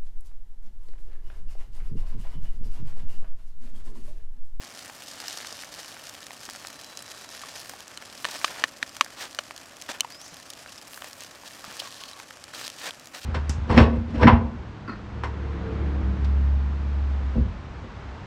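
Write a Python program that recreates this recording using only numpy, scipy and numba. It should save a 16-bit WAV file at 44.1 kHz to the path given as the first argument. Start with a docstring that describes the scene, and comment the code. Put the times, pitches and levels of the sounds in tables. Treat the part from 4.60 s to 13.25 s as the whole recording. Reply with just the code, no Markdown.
"""In a forest, meat sizzles on green sticks over wood embers, close to a small microphone.
Fat and sauce boil off as noise in spitting puffs; bubbles and embers crackle as rings and sprays of hiss.
Steam whistles twice through a crack as wavering tones; wet leaves brush the skin and stir the sauce bowl as
shaped noise. Wooden tongs knock a stick and a bowl, each a set of dying tones; soft, dull thumps go with the
handling and one knock. Underneath lies a soft noise bed of fire and forest."""
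import sys
import numpy as np
from scipy import signal
from scipy.fft import rfft, irfft, next_fast_len
from scipy.io import wavfile
from scipy.ndimage import uniform_filter1d, map_coordinates
from numba import njit

SR = 44100
rng = np.random.default_rng(int(sys.argv[2]) if len(sys.argv) > 2 else 0)


def persist_wave(psi):
    """Save psi, clipped to +-1, as 16-bit WAV."""
    counts = np.round(np.clip(psi, -1, 1) * 32767).astype(np.int16)
    wavfile.write(sys.argv[1], SR, np.atleast_2d(counts).T)


N = 381465


def undb(db):
    """Turn decibels into a plain multiplier."""
    return 10 ** (np.asarray(db) / 20)


def level(x, db):
    """Scale a signal to an average (RMS) level."""
    return x * undb(db) / np.sqrt(np.mean(x ** 2))


def curve(s, v):
    """Draw straight lines between values v at times s, one point per sample."""
    return np.interp(np.arange(N) / SR, s, v)


def colour(x, table):
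    """Shape a signal by (pitch_hz, level_db) points; white noise keeps its level."""
    hz, db = np.transpose(table)
    size = next_fast_len(N)
    f = np.maximum(np.arange(size // 2 + 1) * SR / size, 1)
    gain = level(undb(np.interp(np.log(f), np.log(hz), db)), 0)
    return irfft(rfft(x, size) * gain, size)[:N]


def walk(rate):
    """Random levels, each held for about 1 / rate seconds, then smoothed twice; their spread is near 1."""
    k = max(int(SR / rate), 2)
    steps = np.repeat(rng.standard_normal(N // k + 1), k)
    return 1.32 * uniform_filter1d(uniform_filter1d(steps, k), k)[:N]


@njit
def grains(n, start, step, fade, size):
    """Add up dying sine waves, each run until it has dropped by 60 dB."""
    y = np.zeros(n)
    for k in range(len(start)):
        turn = fade[k] * np.exp(1j * step[k])
        z = size[k] + 0j
        length = int(-np.log(1000) / np.log(fade[k]))
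        for i in range(start[k], min(n, start[k] + length)):
            y[i] += z.imag
            z *= turn
    return y


def pop(s, db, hz, cycles, sign):
    """Dying rings, as of bursting bubbles: each drops by 60 dB in three times its cycle count."""
    hz = np.clip(hz, 100, .4 * SR)
    fade = np.exp(-np.log(1000) * hz / (3 * np.clip(cycles, .3, 30) * SR))
    start = np.clip(s * SR, 0, N - 1).astype(np.int64)
    return grains(N, start, 2 * np.pi * hz / SR, fade, sign * undb(db))


def tail(x, ms):
    """Envelope that jumps with each spike and dies away, to 37 % in the given time."""
    return signal.lfilter([1], [1, -np.exp(-1000 / (ms * SR))], x)


def puffs(count, spread_db, ms):
    """Sudden starts that die quickly; a few are larger than the rest, or smaller if the spread is negative."""
    u = rng.random((count, 2))
    size_db = spread_db * np.minimum(-np.log(1 - u[:, 1]), 3.5)
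    spikes = np.bincount((u[:, 0] * N).astype(int), undb(size_db), N)
    return level(tail(spikes, ms), 0)


# Boiling over time: start_s, steam_db, top_db (fine top hiss)
BOIL = [(0.0, -46, -66), (0.35, -49.5, -53.5), (0.74, -41.5, -69), (1.25, -46.5, -59), (1.658, -50, -60),
        (2.65, -47.5, -64), (2.82, -43.5, -69), (3.09, -45, -51), (3.17, -50.5, -59), (3.35, -51, -81),
        (3.64, -48, -54), (3.81, -40, -53), (4.14, -52, -64), (6.17, -51.5, -66), (6.36, -53, -48.5),
        (6.72, -53, -62), (7.13, -46.5, -57), (7.78, -53, -75), (8.17, -49, -68), (8.31, -51.5, -72),
        (8.65, -61, -56)]
# Tone of the steam: pitch_hz, level_db (per Hz, relative)
STEAM = [(710, -34), (1200, -41), (1800, 3), (2090, -15), (2790, -3.5), (3270, -2.5), (3580, -3), (5140, 1),
         (11000, -11.5), (14300, -19.5), (22000, -120)]
# Tone of the low, wet splutter: pitch_hz, level_db (per Hz, relative)
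SPLUTTER = [(88, -29), (150, -10), (368, -9.5), (631, -2.5), (925, -5), (1740, -4), (2090, -6.5),
            (3500, -11), (4550, -44), (7700, -120)]
# Tone of the fine top hiss: pitch_hz, level_db (per Hz, relative)
TOP = [(5000, -4), (8500, 3), (11000, -1), (14500, 0), (15500, -5), (16500, -18)]
# Tone of the scratchy surges: pitch_hz, level_db (per Hz, relative)
SCRATCH = [(880, -28), (1500, -9), (1860, 3), (2110, -26), (2400, -0.5), (4200, 1.5), (6000, -2),
           (9200, -9), (10500, -33), (22000, -120)]
# The splutter rises by a share of each dB of steam above its usual level
SPLUTTER_DB, SPLUTTER_FOLLOWS, USUAL_STEAM_DB = -51.5, 0.55, -46.5
SURGE_TOP_DB = -12  # top hiss of a surge, against its steam


def sizzle():
    """Steam, splutter and top hiss share the same spits; surges are a denser scratch; bubbles burst in both."""
    s, steam_db, top_db = np.transpose(BOIL)
    splutter_db = SPLUTTER_DB + SPLUTTER_FOLLOWS * (steam_db - USUAL_STEAM_DB)
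    steam, splutter, top = (undb(curve(s, db)) for db in (steam_db, splutter_db, top_db))
    sweep, wet = surge()
    spray = sweep * undb(SURGE_TOP_DB)

    # steady boiling plus long and short spits
    long_spits = puffs(count=900, spread_db=3.0, ms=4.6)
    short_spits = puffs(count=2200, spread_db=5.0, ms=0.5)
    spit = level(0.53 + 0.42 * long_spits + 0.55 * short_spits, 0)
    rough = level(0.5 + 0.36 * puffs(count=2500, spread_db=5.0, ms=3.0), 0)

    layers = (
        (steam * spit, STEAM),
        (sweep * rough, SCRATCH),
        (np.hypot(splutter * spit, wet * rough), SPLUTTER),
        (np.hypot(top * spit, spray * rough), TOP),
    )
    out = 0
    for gain, tone in layers:
        flicker = undb(1.2 * walk(30))
        out = out + colour(rng.standard_normal(N) * gain * flicker, tone)
    return out + np.hypot(steam, sweep) * bubbles()


def bubbles():
    """Many small bubbles: fizz rings very briefly, and quieter blubs ring longer."""
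    u = rng.random((2, 2600, 5)).transpose(0, 2, 1)  # per kind: time, size, pitch, ring length, sign
    size_db = np.minimum(-4.2 * np.log(1 - u[:, 1]), 11.5)
    at, sign = u[:, 0] * N / SR, np.sign(u[:, 4] - .5)
    fizz = pop(at[0], size_db[0] + 8.5, 1300 * 8 ** u[0, 2], 0.22 + 0.83 * u[0, 3], sign[0])
    blubs = pop(at[1], size_db[1] - 10, 800 * 10 ** u[1, 2], 3 + 9 * u[1, 3], sign[1])
    return fizz + blubs


# Surges as sauce hits the heat or wet leaves sweep the skin:
# start_s, swell_s, hold_s, fall_s, steam_db, wet_db (splutter, above the steam)
SURGES = [(0.446, 0.16, 0.08, .4, -47.5, -13), (3.648, 0.017, 0.094, 0.018, -45, 0),
          (3.844, 0.02, 0.19, 0.013, -50.5, 4), (4.559, 0.057, 0.016, 0.049, -37, -0.5),
          (5.286, 0.0053, 0.022, 0.01, -36.5, -0.5), (5.318, 0.016, 0.02, .025, -50.5, 3),
          (5.718, 0.015, 0.013, .01, -54, 5.5), (6.171, 0.0053, 0.016, 0.011, -53, -18),
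          (6.412, 0.054, 0.0097, 0.0083, -45.5, -3), (6.586, 0.016, 0.036, 0.014, -47.5, -25),
          (6.842, 0.028, 0.011, 0.0075, -41.5, -18), (7.031, 0.0088, 0.12, .012, -50.5, 0.5),
          (7.177, 0.017, 0.084, .025, -47.5, 0.5), (7.923, 0.014, 0.064, 0.04, -43, -7),
          (7.97, 0.055, 0.042, .008, -40.5, -18), (8.161, 0.044, 0.025, .03, -40.5, -8.5),
          (8.214, 0.03, 0.046, 0.015, -36.5, -2.5), (8.529, 0.013, 0.048, 0.014, -43.5, -4),
          (8.596, 0.044, .04, .012, -42.5, -11)]


def surge():
    """Steam and splutter levels of all surges: each swells, holds and falls away; their powers add."""
    power = 0
    for s, swell, hold, fall, db, wet_db in SURGES:
        shape = curve(s + np.cumsum([0, swell, hold, fall]), [0, 1, 1, 0]) ** 2
        peak_power = undb(2 * np.array([[db], [db + wet_db]]))
        power = power + peak_power * shape
    return np.sqrt(power)


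# Crackles, two of them long-ringing, faint chirps:
# start_s, level_db (before the ring and spray offsets), pitch_hz, ring_cycles
CRACKLES = [(0.175, -26, 4400, 2.2), (0.191, -21, 4250, 3), (0.269, -29, 1770, 2.4),
            (0.298, -21, 1240, 1.1), (0.422, -20.5, 3320, 2.4), (0.515, -22, 5000, 2),
            (0.602, -15, 3380, 1.9), (0.682, -11, 5160, 2), (0.728, -18, 4550, 2), (0.814, -20, 2970, 1.1),
            (0.848, -19, 1760, 1.1), (0.871, -17.5, 4650, 1.5), (0.991, -23.5, 2980, 3.6),
            (1.036, -21.5, 1820, 3.1), (1.046, -21, 5540, 1.5), (1.14, -20.5, 5570, 2.4),
            (1.289, -25, 5630, 2.9), (1.367, -28, 1650, 3.5), (1.447, -36, 1840, 1.1), (1.47, -23, 6500, 2),
            (1.495, -16.5, 4580, 1.2), (1.55, -23, 3600, 2.2), (1.641, -24, 6000, 2.2),
            (1.667, -19, 5500, 1.7), (1.707, -18, 1870, 1.2), (1.805, -25, 8000, 2.7),
            (1.834, -24.5, 4710, 1.9), (1.853, -18, 6500, 2), (1.862, -24, 6000, 2), (1.89, -19, 1050, 1.3),
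            (1.899, -19, 5000, 1), (1.909, -23, 7000, 2), (1.934, -23, 5500, 1.5), (1.95, -20.5, 1700, 1.3),
            (1.96, -21, 6500, 2), (2.049, -21, 1560, 1.4), (2.071, -16.5, 5810, 3.9),
            (2.213, -21.5, 4000, 1.6), (2.328, -25, 1100, 1.5), (2.373, -17, 6640, 5.6),
            (2.517, -21, 5670, 2.4), (2.424, -19.5, 7000, 2.9), (2.836, -22, 1160, 7.6),
            (2.922, -34, 4500, 1.5), (3.136, -25.5, 800, 5.8), (3.205, -19, 3000, 1.3),
            (3.28, -22, 6650, 2.6), (3.315, -25, 1370, 0.91), (3.424, -18, 1220, 0.75),
            (3.815, -18, 1890, 1.6), (3.88, -17.5, 1770, 4.3), (3.553, -32, 7040, 2),
            (4.293, -23, 6080, 2.4), (4.354, -26, 3060, 2.4), (4.367, -14.5, 3100, 0.68),
            (4.446, -16, 5330, 2.4), (4.463, -23, 1620, 3.8), (4.71, -29, 5500, 2.7),
            (4.748, -18.5, 4520, 1), (4.909, -16, 1830, 1), (4.963, -21, 4970, 2.7),
            (4.978, -22, 6500, 2.4), (5.018, -27, 918, 0.32), (5.168, -25, 6500, 2.8),
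            (5.215, -20.5, 6170, 4.5), (5.222, -18, 6350, 3.2), (5.291, -21.5, 1710, 9.4),
            (5.433, -30, 1210, 3.3), (5.447, -16, 960, 5), (5.503, -26, 5000, 1.7), (5.548, -30, 4990, 2.4),
            (5.615, -20.5, 5780, 2.6), (5.68, -26, 8000, 2), (5.743, -23, 9000, 2.2), (5.769, -30, 9000, 2),
            (5.79, -36, 4500, 1.5), (5.9025, -16.5, 9050, 2.7), (5.906, -28, 4600, 1.8),
            (5.935, -20.5, 3900, 1.4), (6.061, -21.5, 1660, 1.8), (6.087, -34.5, 2720, 27),
            (6.179, -29, 5270, 30), (6.215, -22, 3000, 0.96), (6.334, -22, 3060, 3.1),
            (6.344, -20, 5140, 2.4), (6.376, -21.5, 1560, 3.7), (6.421, -12.5, 926, 0.38),
            (6.444, -13.5, 2600, 1), (6.531, -21.5, 4730, 4.1), (6.607, -20, 6440, 6),
            (6.636, -22.5, 9000, 2), (6.835, -26.5, 915, 2.6), (7.043, -23.5, 1210, 6.4),
            (7.22, -25, 600, 2.6), (7.437, -18.5, 3240, 4.2), (7.533, -29, 3940, 18), (7.6, -14.5, 1490, 1),
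            (7.708, -20, 1750, 2.2), (7.84, -19.5, 7000, 1.5), (7.937, -23.5, 1500, 4.2),
            (8.049, -21, 4390, 5.6), (8.068, -18, 4620, 2.9), (8.079, -14.5, 3860, 3.1),
            (8.101, -19, 5500, 2), (8.308, -19, 3240, 6.3), (8.397, -26, 9000, 1),
            (8.457, -27.5, 8900, 2.1), (8.472, -25, 7100, 1.5), (8.549, -20.5, 1330, 1.3)]
RING_DB, SPRAY_DB, SPRAY_MS = -4, -12.5, 1.64
# Low crackles spray mostly dull splutter, high ones bright hiss
DULL_HZ, BRIGHT_HZ, SPRAY_TOP_DB = 1160, 4370, -14


def crackles():
    """Each crackle: a ring, mostly short, and a spray of hiss, brighter for higher ones; two are faint chirps."""
    s, db, hz, cycles = np.transpose(CRACKLES)
    sign = rng.choice([-1., 1.], len(s))
    bright = np.clip(np.log(hz / DULL_HZ) / np.log(BRIGHT_HZ / DULL_HZ), 0.25, 1)

    def spray(share):
        """Burst envelopes for one share of the spray."""
        spikes = np.bincount((s * SR).astype(int), share * undb(db + SPRAY_DB), N)
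        return tail(spikes, SPRAY_MS)

    hiss = colour(rng.standard_normal(N), STEAM)
    hiss = hiss + undb(SPRAY_TOP_DB) * colour(rng.standard_normal(N), TOP)
    dull = undb(1) * colour(rng.standard_normal(N), SPLUTTER)
    rings = pop(s, db + RING_DB, hz, cycles, sign)
    return rings + spray(bright) * hiss + spray(1 - bright) * dull


# The sizzle also comes back off the broad leaf held beside the meat:
# start_s, extra_path_m, share (of the direct sound, 0-1)
LEAF_ECHO = [(0, 0.46, 0.054), (.7, 0.47, 0.16), (2.9, 0.414, 0.04), (8.65, 0.44, 0.055)]


def echo(x):
    """Add the copy that took the longer way at 343 m/s, keeping the power about the same."""
    s, metres, share = np.transpose(LEAF_ECHO)
    delay = curve(s, metres) / 343 * SR  # in samples
    late = map_coordinates(x, [np.arange(N) - delay], mode="mirror")
    loudness = curve(s, share)
    return (x + loudness * late) / np.hypot(1, loudness)


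# Knocks of the tongs, most with a bounce:
# start_s, peak_db (of the ring), bowl_share (0-1), pitch_hz (favoured by the place of the blow)
KNOCKS = [(3.3745, -19, .9, 4170), (3.6458, -12, .25, 2980), (3.6519, -7.5, 0, 1850),
          (3.8446, -5, .03, 1200), (3.8471, -6, .1, 2700), (4.0392, -1.5, .02, 1850),
          (4.0465, -21, .02, 1850), (4.2273, -23, 0, 600), (4.2279, -14, .03, 1850),
          (4.2284, -11, .03, 1850), (4.4099, -6, .03, 2700), (4.4107, 0, .03, 1200),
          (4.4225, -25, .03, 1200), (4.7879, -17, .1, 5870), (4.78858, -14, .1, 4150),
          (4.78925, -15, .1, 4150), (4.7899, -15, 0, 600), (5.3992, -28, .6, 4170), (5.4069, -4, 1, 7500),
          (5.40722, -6, 1, 4170)]
# Tones of the wooden stick: pitch_hz, level_db (relative), t60_s (time to drop by 60 dB)
STICK = [(240, 10, .025), (600, -3, .022), (1160, -3, .010), (1500, -8, .006), (1820, -4, .010),
         (2400, -2, .005), (2980, -3, .008), (3540, -7, .006), (4150, -5, .006), (4800, -10, .004),
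         (5870, -10, .013), (7800, -11, .007), (12200, -20, .003)]
# Tones of the bowl: pitch_hz, level_db (relative), t60_s (time to drop by 60 dB)
BOWL = [(1755, -16, .012), (3042, -8, .024), (4170, -5, .008), (5620, -12, .010), (6300, -1, .006),
        (7200, -2, .004), (8400, -2, .006), (10050, -13, .008), (12800, -5, .004)]
STICK_CONTACT_MS, BOWL_CONTACT_MS = 0.12, .04  # the harder bowl throws the tongs off sooner
FAVOUR_DB, FAVOUR_OCTAVES = 6, .22  # boost near the favoured pitch, and how far it reaches


def knocks():
    """Each blow pushes stick and bowl with a pulse set by the contact time; grit rattles after it."""
    out, spikes = np.zeros(N), np.zeros((2, N))
    t = np.arange(SR // 20) / SR
    thin = signal.butter(3, 1000, "high", fs=SR, output="sos")  # thin wood gives off little bass
    for s, db, bowl, favoured_hz in KNOCKS:
        i, ring = int(s * SR), 0
        for share, modes in ((1 - bowl, STICK), (bowl, BOWL)):
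            hz, mode_db, t60 = np.transpose(modes)[:, :, None]
            spot = rng.standard_normal((2, len(modes), 1))  # the place of the blow shifts each tone a little
            wave = np.sin(2 * np.pi * hz * (1 + .012 * spot[0]) * t) * np.exp(-np.log(1000) * t / t60)
            nearness = np.exp(-(np.log2(hz / favoured_hz) / FAVOUR_OCTAVES) ** 2)
            mode_db = mode_db + FAVOUR_DB * nearness + 1.5 * spot[1]
            ring = ring + share * (undb(mode_db) * wave).sum(axis=0)
        contact_ms = (1 - bowl) * STICK_CONTACT_MS + bowl * BOWL_CONTACT_MS
        pulse = np.hanning(int(contact_ms * SR / 1000) + 3)
        ring = signal.sosfilt(thin, np.convolve(ring, pulse)[:len(t)])
        out[i:i + len(t)] += undb(db) * ring / np.abs(ring).max()
        spikes[:, i] = undb(db) * np.array([1 - bowl, 1])  # grit lies on the stick

    grit_band = signal.butter(2, [700, 5000], "band", fs=SR, output="sos")
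    crack_band = signal.butter(2, [5000, 11000], "band", fs=SR, output="sos")
    grit = signal.sosfilt(grit_band, rng.standard_normal(N)) * tail(spikes[0], 2.95)
    crack = signal.sosfilt(crack_band, rng.standard_normal(N)) * tail(spikes[1], 0.99)
    return out + undb(-11.5) * grit + undb(-24.5) * crack


# Two steam whistles, each a list of: start_s, pitch_hz, level_db, waver (share of pitch)
WHISTLES = [
    [(1.93, 4550, -56, .001), (2.11, 4090, -57, .001), (2.2, 4010, -55, .001), (2.5, 3940, -55, .001),
     (2.76, 3890, -57, .002)],
    [(5.51, 4350, -52, .003), (5.537, 4950, -46, .015), (5.58, 5150, -50, .03), (5.622, 5800, -45, .035),
     (5.645, 6400, -47, .08), (5.66, 5900, -46, .15), (5.76, 5700, -56, .18)],
]


def whistles():
    """Steam forced through a crack: a tone that breaks into hiss as its pitch wavers more."""
    out = 0
    for table in WHISTLES:
        s, hz, db, waver = np.transpose(table)
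        gate = curve([s[0] - .015, s[0], s[-1], s[-1] + 0.015], [0, 1, 1, 0])
        pitch = curve(s, hz) * (1 + curve(s, waver) * walk(3500))
        tone = np.sin(2 * np.pi * np.cumsum(pitch) / SR)
        out = out + gate * undb(curve(s, db) + 1.3 * walk(60)) * tone
    return out


# The leaf brush stirs the sauce bowl: start_s, hum_db (hollow hum of its air), rub_db (on its wall)
STIR = [(7.02, -75, -75), (7.05, -62, -59), (7.16, -61, -74), (7.2, -63, -34.5), (7.25, -44, -66),
        (7.32, -67, -62), (7.42, -52, -46.5), (7.5, -54, -50.5), (7.6, -54, -82), (7.68, -77, -75)]
# Rubbing tones of the wall: pitch_hz, width_hz, level_db (relative)
RUB = [(3200, 600, 0), (4300, 800, 3)]
BOWL_AIR_HZ, BOWL_AIR_WIDTH_HZ = 1106, 45


def stir():
    """Wet leaves scrape the bowl in small slips; its air hums and its wall hisses."""
    s, hum_db, rub_db = np.transpose(STIR)
    inside = curve([s[0], s[0] + .01, s[-1] - .01, s[-1]], [0, 1, 1, 0])
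    air = rng.standard_normal(N)
    slips = air * (0.52 + 0.46 * puffs(count=900, spread_db=-9.0, ms=5.4))

    def ring(x, hz, width_hz):
        """Let only a narrow band around one pitch through."""
        return level(signal.lfilter(*signal.iirpeak(hz, hz / width_hz, SR), x), 0)

    rub = level(sum(undb(db) * ring(slips, hz, width_hz) for hz, width_hz, db in RUB), 0)
    hum = ring(air, BOWL_AIR_HZ, BOWL_AIR_WIDTH_HZ)
    return inside * (undb(curve(s, hum_db)) * hum + undb(curve(s, rub_db)) * rub)


# Soft thumps under the handling, and the low tone of the stick knock at 4.79 s:
# start_s, level_db (before a slight cut), pitch_hz
THUMPS = [(1.884, -38, 325), (3.646, -41, 218), (4.227, -35, 277), (5.298, -38, 223), (5.724, -41, 168),
          (7.078, -39, 198), (4.789, -28, 597)]
THUMP_CYCLES = 4.2  # a thump drops by 60 dB in three times this many cycles


def thumps():
    """Each thump or low knock tone: a dull, quickly dying ring."""
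    s, db, hz = np.transpose(THUMPS)
    return pop(s, db, hz, np.full(len(s), THUMP_CYCLES), 0.84)  # 0.84 is the slight cut


# Tone of the fire and forest: pitch_hz, level_db (per Hz, relative)
BED = [(15, -44), (25, -6.5), (97, 7.5), (202, 3.5), (273, 10), (421, -0.5), (568, 9), (978, -1.5),
       (1120, 6), (1780, -4.5), (2530, -1), (5130, -19.5), (7500, -6), (14400, -75), (16500, -60)]
BED_DB = -53  # average level before the slow drift


def bed():
    """Low flutter of the fire and far forest hiss: shaped noise whose level drifts slightly."""
    noise = level(colour(rng.standard_normal(N), BED), BED_DB)
    return noise * undb(0.13 * walk(2.87))


def scene():
    """Mix all sources; the crackles and the sizzle are small and give off no bass."""
    pops = signal.sosfilt(signal.butter(2, 600, "high", fs=SR, output="sos"), crackles())
    fire = signal.sosfilt(signal.butter(2, 180, "high", fs=SR, output="sos"), sizzle())
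    return (echo(pops + fire) + knocks() + whistles() + stir() + thumps() + bed())[None, :]


TOP_HZ = 15800  # highest pitch the recorder keeps


def record(dry):
    """The recorder clips at full scale, then cuts the top."""
    low_pass = signal.ellip(8, .2, 70, TOP_HZ, fs=SR, output="sos")
    return signal.sosfilt(low_pass, np.clip(dry, -1, 1))


dry = scene()
out = record(dry)
persist_wave(out)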